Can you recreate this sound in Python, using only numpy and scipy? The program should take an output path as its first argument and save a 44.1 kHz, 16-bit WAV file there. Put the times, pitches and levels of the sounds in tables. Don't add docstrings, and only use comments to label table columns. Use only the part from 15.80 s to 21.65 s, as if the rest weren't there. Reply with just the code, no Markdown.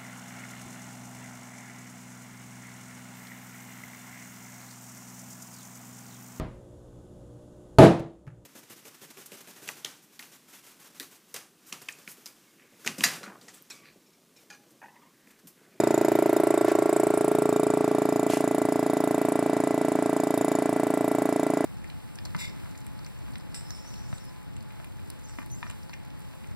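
import sys
import numpy as np
from scipy import signal
from scipy.fft import rfft, irfft, next_fast_len
from scipy.io import wavfile
from scipy.ndimage import map_coordinates

SR = 44100
rng = np.random.default_rng(int(sys.argv[2]) if len(sys.argv) > 2 else 0)


def dump_mix(stems):
    frames = np.atleast_2d(stems).T
    limited = np.clip(frames, -1, 1)
    pcm = np.round(limited * 32767).astype(np.int16)
    wavfile.write(sys.argv[1], SR, pcm)


def decibels_to_gain(level_db):
    exponent = np.asarray(level_db, float) / 20
    return 10 ** exponent


N = 257984

TURN_S, FIRST_POP_S, SOUND_M_PER_S = 0.03518, -0.0015, 343
SHAFT_HZ = 28.432
TAP_S = 2.4985

# f/Hz, level/dB per Hz
AIR_COLOUR = [(40, -36), (80, -10), (115, 0), (250, 1.5), (450, -3), (700, 2), (1100, -4), (1500, -4),
              (1800, -7), (2500, -13.5), (2900, -16), (6000, -22), (10000, -24), (16000, -55)]
AIR_LEVEL = (-38.5, -39.5, -40, -40)
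# f/Hz, likeness
AIR_LIKENESS = [(100, 0.93), (1000, 0.89), (2500, 0.83), (5000, 0.83), (12000, 0.071)]

# t/s, distance/m
DISTANCE = [(.1, .964), (.45, 1.07), (.8, 1.152), (1.5, 1.252), (2.1, 1.33), (2.9, 1.375), (3.8, 1.389),
            (4.8, 1.314), (5.7, 1.214)]
# t/s, station (0 above the cabinet, 1 its edge, 2 its corner, 3 in front)
CAMERA_PATH = [
    (0, 0),
    (.9, 1),
    (1.7, 2),
    (2.6, 2.8),
    (5.85, 3),
]

# highest pitch that survives, f/Hz
POP_TOP = [842.0, 567.0, 515.0, 341.0]
POP_LAG = [
    (0, 0, 0, 0),
    (3.1, 3.1, 3.1, 3.1),
    (6.54, 6.4, 6.17, 5.73),
    (10.12, 10.07, 9.8, 9.69),
]
POP_LEVEL = [
    (1.3, 2.2, .6, 0),
    (7.6, 7.8, 5.3, 4.5),
    (-7, -5.5, -14, -16),
    (-1, 2.4, .8, -.5),
]
# f/Hz, width/Hz
HOUSING = [(137.0, 46.0), (218.0, 12.0), (260.0, 37.0), (317.0, 35.0), (420.0, 24.0), (481.0, 39.0),
           (672.0, 45.0), (888.0, 157.0), (1143.0, 29.0), (1444.0, 452.0)]
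HOUSING_PRESSURE = [(0.7, 0.63, 1, 0.73), (2, 0.84, 0.48, 0.12), (-0.86, -1.47, 0.92, 1.52),
                    (2.5, 3, 0.05, -0.72), (-2.5, -3, -1.65, 1.06), (0.45, 0.1, -0.71, -.75),
                    (-0.7, -.85, -0.4, -0.63), (-0.66, -0.82, -.75, -0.61), (-0.3, 0.58, -0.51, -0.29),
                    (0.26, 0.26, 0.203, 0.026)]
DOOR_PRESSURE = (0.47, -0.37, -2.5, -2.5)

# shaft multiple above the hum, level/dB
SLOTS = [(0, -52), (43, -60), (44, -54), (45, -64), (65, -62), (66, -51), (67, -55)]
# shaft multiple, level/dB
BEARING = (82, -58)
LOW_WHINE = (3, 5.2, 2.7, 0.7)
HIGH_WHINE = (-5.5, -6, -9, -4)
# t/s, level/dB, width/s
SHADOW = (1.28, -18, 0.32)

# f/Hz, width/Hz, level/dB
VALVE_PLATE = [(3684, 57, -6), (4800, 340, -14.5), (5180, 123, -11), (7040, 180, -2), (8025, 200, -1),
               (9900, 190, 0.5), (11320, 255, 1), (12800, 260, -2), (14750, 570, -9)]
GROUP_EDGES = [7500, 8700, 10600]
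# level/dB, its beam crosses the camera t/s, gain/dB, width/s
BEAMS = [
    (-51, 0.069, 2, 0.22),
    (-56, 1.4, 6.5, 0.63),
    (-54, 1.47, 6.5, 0.23),
    (-58, 0.37, 8, 0.26),
]
GLINT_DB, GLINTS_PER_S = 2, 3.253

# f/Hz, level/dB
LEAN = [(100, .3), (300, 0.5), (430, -0.5), (650, -3.5), (950, -0.5), (1500, -2), (2400, -1.5), (7000, -2),
        (10000, -1), (14000, 1)]
# f/Hz, phase/radians
LEAD = [(80, 0.15), (450, -0.33), (800, 0.45), (2000, -0.033), (6000, -1.05), (7000, -0.85), (9000, -0.055),
        (11500, -1.72), (14500, -1.76)]

# f/Hz, time to fall 60 dB/s
ROOM_FADE = [(150, 0.039), (1000, 0.28), (3000, 0.023)]
# f/Hz, level/dB
ROOM_COLOUR = [(100, 6), (300, 29.5), (520, -7), (750, 11.5), (1100, 3.5), (1500, 4), (1750, -5.5),
               (2350, 6), (2900, -7), (6000, -40)]
ROOM_LEVEL = (-33.5, -33.5, -37, -39)

# start t/s, attack/s, hold/s, time to fall 60 dB/s, level/dB
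BRUSHES = [
    (0.833, 0.044, 0.032, .1, -38.5),
    (2.479, 0.025, 0.063, 0.24, -39),
]
# f/Hz, level/dB per Hz
CLOTH = [
    [(900, -21), (1500, 5), (2200, -2), (3300, -11), (7000, -13), (16000, -32)],
    [(710, -35), (1200, -7), (2650, 1), (3660, -7.5), (7020, -7), (11400, -11), (16000, -32)],
]
# f/Hz, level/dB, time to fall 60 dB/s
TAP = [(3230, -30, .009), (2600, -38, 0.01)]

# f/Hz, level/dB
MIC = [(20, -49), (57, -11), (85, -10), (115, -2.5), (200, -1.5), (250, 0), (15800, 0.5), (16100, -40)]


def unit(x):
    return x / np.sqrt(np.mean(x ** 2) + 1e-20)


def along(points, hz):
    f, value = np.transpose(points)
    return np.interp(np.log(hz + 1), np.log(f + 1), value)


def curves(rows, s=None):
    at, *columns = np.transpose(rows)
    if s is None:
        s = np.arange(N) / SR
    return np.array([np.interp(s, at, column) for column in columns])


def stations(values, s=None):
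    place = curves(CAMERA_PATH, s)[0]
    return np.array([np.interp(place, np.arange(4), v) for v in np.atleast_2d(values)])


def bump(s, centre_s, db, width_s):
    return db * np.exp(-((s - centre_s) / width_s) ** 2)


def wobble(rate):
    points = rng.standard_normal(int(N * rate / SR) + 4)
    return map_coordinates(points, [np.arange(N) * rate / SR])


def filtered(x, response):
    m = next_fast_len(N + SR // 2)
    spectrum = rfft(x, m) * response(np.fft.rfftfreq(m, 1 / SR))
    return irfft(spectrum, m)[..., :N]


def resonance(f, hz, width_hz):
    return 1j * f * width_hz / (hz * hz - f * f + 1j * f * width_hz)


def rush(spectrum, alike):
    def shape(hz):
        turn = np.arccos(np.clip(along(alike, hz), -1, 1)) / 2
        return decibels_to_gain(along(spectrum, hz)) * [np.cos(turn), np.sin(turn)]

    mid, side = filtered(rng.standard_normal((2, N)), shape)
    return unit(np.array([mid + side, mid - side]))


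def strokes():
    s = FIRST_POP_S + TURN_S * np.arange(-4, N / SR / TURN_S)
    return s + curves(DISTANCE, s)[0] / SOUND_M_PER_S


def laid_out(s, spectra, size=8192, lead=256):
    at = s * SR - lead + SR
    whole = np.floor(at).astype(int)
    shift = np.exp(-2j * np.pi * np.fft.rfftfreq(size) * (at - whole + lead)[:, None])
    rows = irfft(spectra * shift, size)
    places = whole[:, None] + np.arange(size)
    return np.bincount(places.ravel(), rows.ravel(), N + 2 * SR)[SR:SR + N]


def ventilation():
    return decibels_to_gain(stations(AIR_LEVEL) + 0.4 * wobble(5)) * rush(AIR_COLOUR, AIR_LIKENESS)


def exhaust(s, jitter_ms=0.01, scatter_db=0.2):
    f = np.fft.rfftfreq(8192, 1 / SR)
    chance = rng.standard_normal((len(s), 2))
    pops = 0
    for lag_ms, db, hz in zip(stations(POP_LAG, s), stations(POP_LEVEL, s), POP_TOP):
        delay = 2j * np.pi * f * lag_ms[:, None] / 1000
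        pops = pops + decibels_to_gain(db)[:, None] * -1j * f / hz * np.exp(-(f / hz) ** 2 - delay)

    fade = 1 / (1 + (f / 2200) ** 4)
    modes = [resonance(f, hz, width) * fade for hz, width in HOUSING]
    rings = stations(HOUSING_PRESSURE, s).T @ modes
    rings += stations(DOOR_PRESSURE, s).T * resonance(f, 424.5, 8) * fade

    snap = -decibels_to_gain(-22.5) * resonance(f, 1470, 570) * np.exp(2j * np.pi * f * 0.000593)
    snap *= np.exp(-(f / 2600) ** 4)
    strength = 10 * decibels_to_gain(scatter_db * chance[:, 1:])
    return laid_out(s + chance[:, 0] * jitter_ms / 1000, strength * (pops + rings + snap))


def motor():
    t = np.arange(N) / SR
    low, high = stations([LOW_WHINE, HIGH_WHINE])
    high = high + 3 + bump(t, *SHADOW)

    def tone(hz, db):
        level = decibels_to_gain(db + 0.96 * wobble(3.1))
        return level * np.sin(2 * np.pi * (hz * t + rng.random()) + 0.075 * wobble(4.23))

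    whine = 0
    for k, db in SLOTS:
        station_db = (k > 0) * (low if k < 50 else high)
        whine = whine + tone(120 + k * SHAFT_HZ, db + station_db)
    return np.sqrt(2) * (whine + tone(BEARING[0] * SHAFT_HZ, BEARING[1]))


def clatter(s):
    f, t = np.fft.rfftfreq(2048, 1 / SR), np.arange(2048) / SR
    rise = np.clip(t / 0.003, 0, 1) ** 2
    burst = rise * decibels_to_gain(-60 * np.clip(t - 0.003, 0, 1) / 0.037)
    shared = rng.standard_normal((len(s), 2048))
    own = rng.standard_normal((2, len(s), 2048))

    at = np.clip(s * SR, 0, N - 1).astype(int)
    groups = np.array([db + bump(s, *beam) + GLINT_DB * wobble(GLINTS_PER_S)[at] for db, *beam in BEAMS])
    blow_db = rng.normal(0, 0.8, len(s))

    scrape = f ** 4 / (f ** 4 + 6000 ** 4) / (1 + (f / 12000) ** 4)
    plate = decibels_to_gain(groups.mean(0) + blow_db - 12)[:, None] * scrape + 0j
    for k, (hz, width, db) in enumerate(VALVE_PLATE):
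        group = groups[np.searchsorted(GROUP_EDGES, hz)]
        level = group + db + blow_db + rng.normal(0, 1.8, len(s))
        plate += (-1) ** k * decibels_to_gain(level)[:, None] * resonance(f, hz, width)
    ears = plate * rfft((shared + 0.44 * own) * burst) * decibels_to_gain(29.5)
    return np.array([laid_out(s - 0.0019, ear, size=2048, lead=0) for ear in ears])


def room(s):
    clicks = laid_out(s, np.ones((len(s), 513)), size=1024)
    hz, t, z = signal.stft(rng.standard_normal((4, 2, SR // 4)), SR, nperseg=256)
    shape = decibels_to_gain(along(ROOM_COLOUR, hz)[:, None] - 60 * t / along(ROOM_FADE, hz)[:, None])
    tails = signal.istft(z * shape, SR, nperseg=256)[1]
    tails[:, 1] = tails[:, 0] + 0.4 * tails[:, 1]

    place = curves(CAMERA_PATH)[0]
    answer = 0
    for k, tail in enumerate(tails):
        near = np.cos(np.pi / 2 * np.clip(place - k, -1, 1))
        answer = answer + signal.fftconvolve((clicks * near)[None], tail, axes=1)[:, :N]
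    return unit(answer)


def brushes():
    s = np.arange(N) / SR

    def swell(start, attack, hold, t60, db):
        rise = np.clip((s - start) / attack, 0, 1) ** 2
        fall_db = 60 * np.clip(s - start - attack - hold, 0, 1) / t60
        return rise * decibels_to_gain(db - fall_db + 2 * wobble(150))

    t = np.clip(s - TAP_S, 0, 1)
    sound = sum(decibels_to_gain(db - 60 * t / t60) * np.sin(2 * np.pi * hz * t) for hz, db, t60 in TAP)
    for brush, cloth in zip(BRUSHES, CLOTH):
        sound = sound + swell(*brush) * rush(cloth, [(1000, 1.0), (8000, 0.8)])
    return sound


def scene():
    s = strokes()
    ear = np.array([[0.5], [-0.5]])

    def ports(hz):
        return decibels_to_gain(ear * along(LEAN, hz)) * np.exp(1j * ear * along(LEAD, hz))

    air = ventilation()
    pump = filtered(exhaust(s) + motor() + clatter(s), ports)
    return pump + decibels_to_gain(stations(ROOM_LEVEL)) * room(s) + air + brushes()


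def roll_off(x):
    return signal.sosfilt(signal.butter(12, 16800, fs=SR, output="sos"), x)


def record(dry):
    hiss = decibels_to_gain(-64) * rng.standard_normal(dry.shape)
    mix = filtered(dry + hiss, lambda hz: decibels_to_gain(along(MIC, hz)))
    return roll_off(mix)


dry = scene()
out = record(dry)
dump_mix(out)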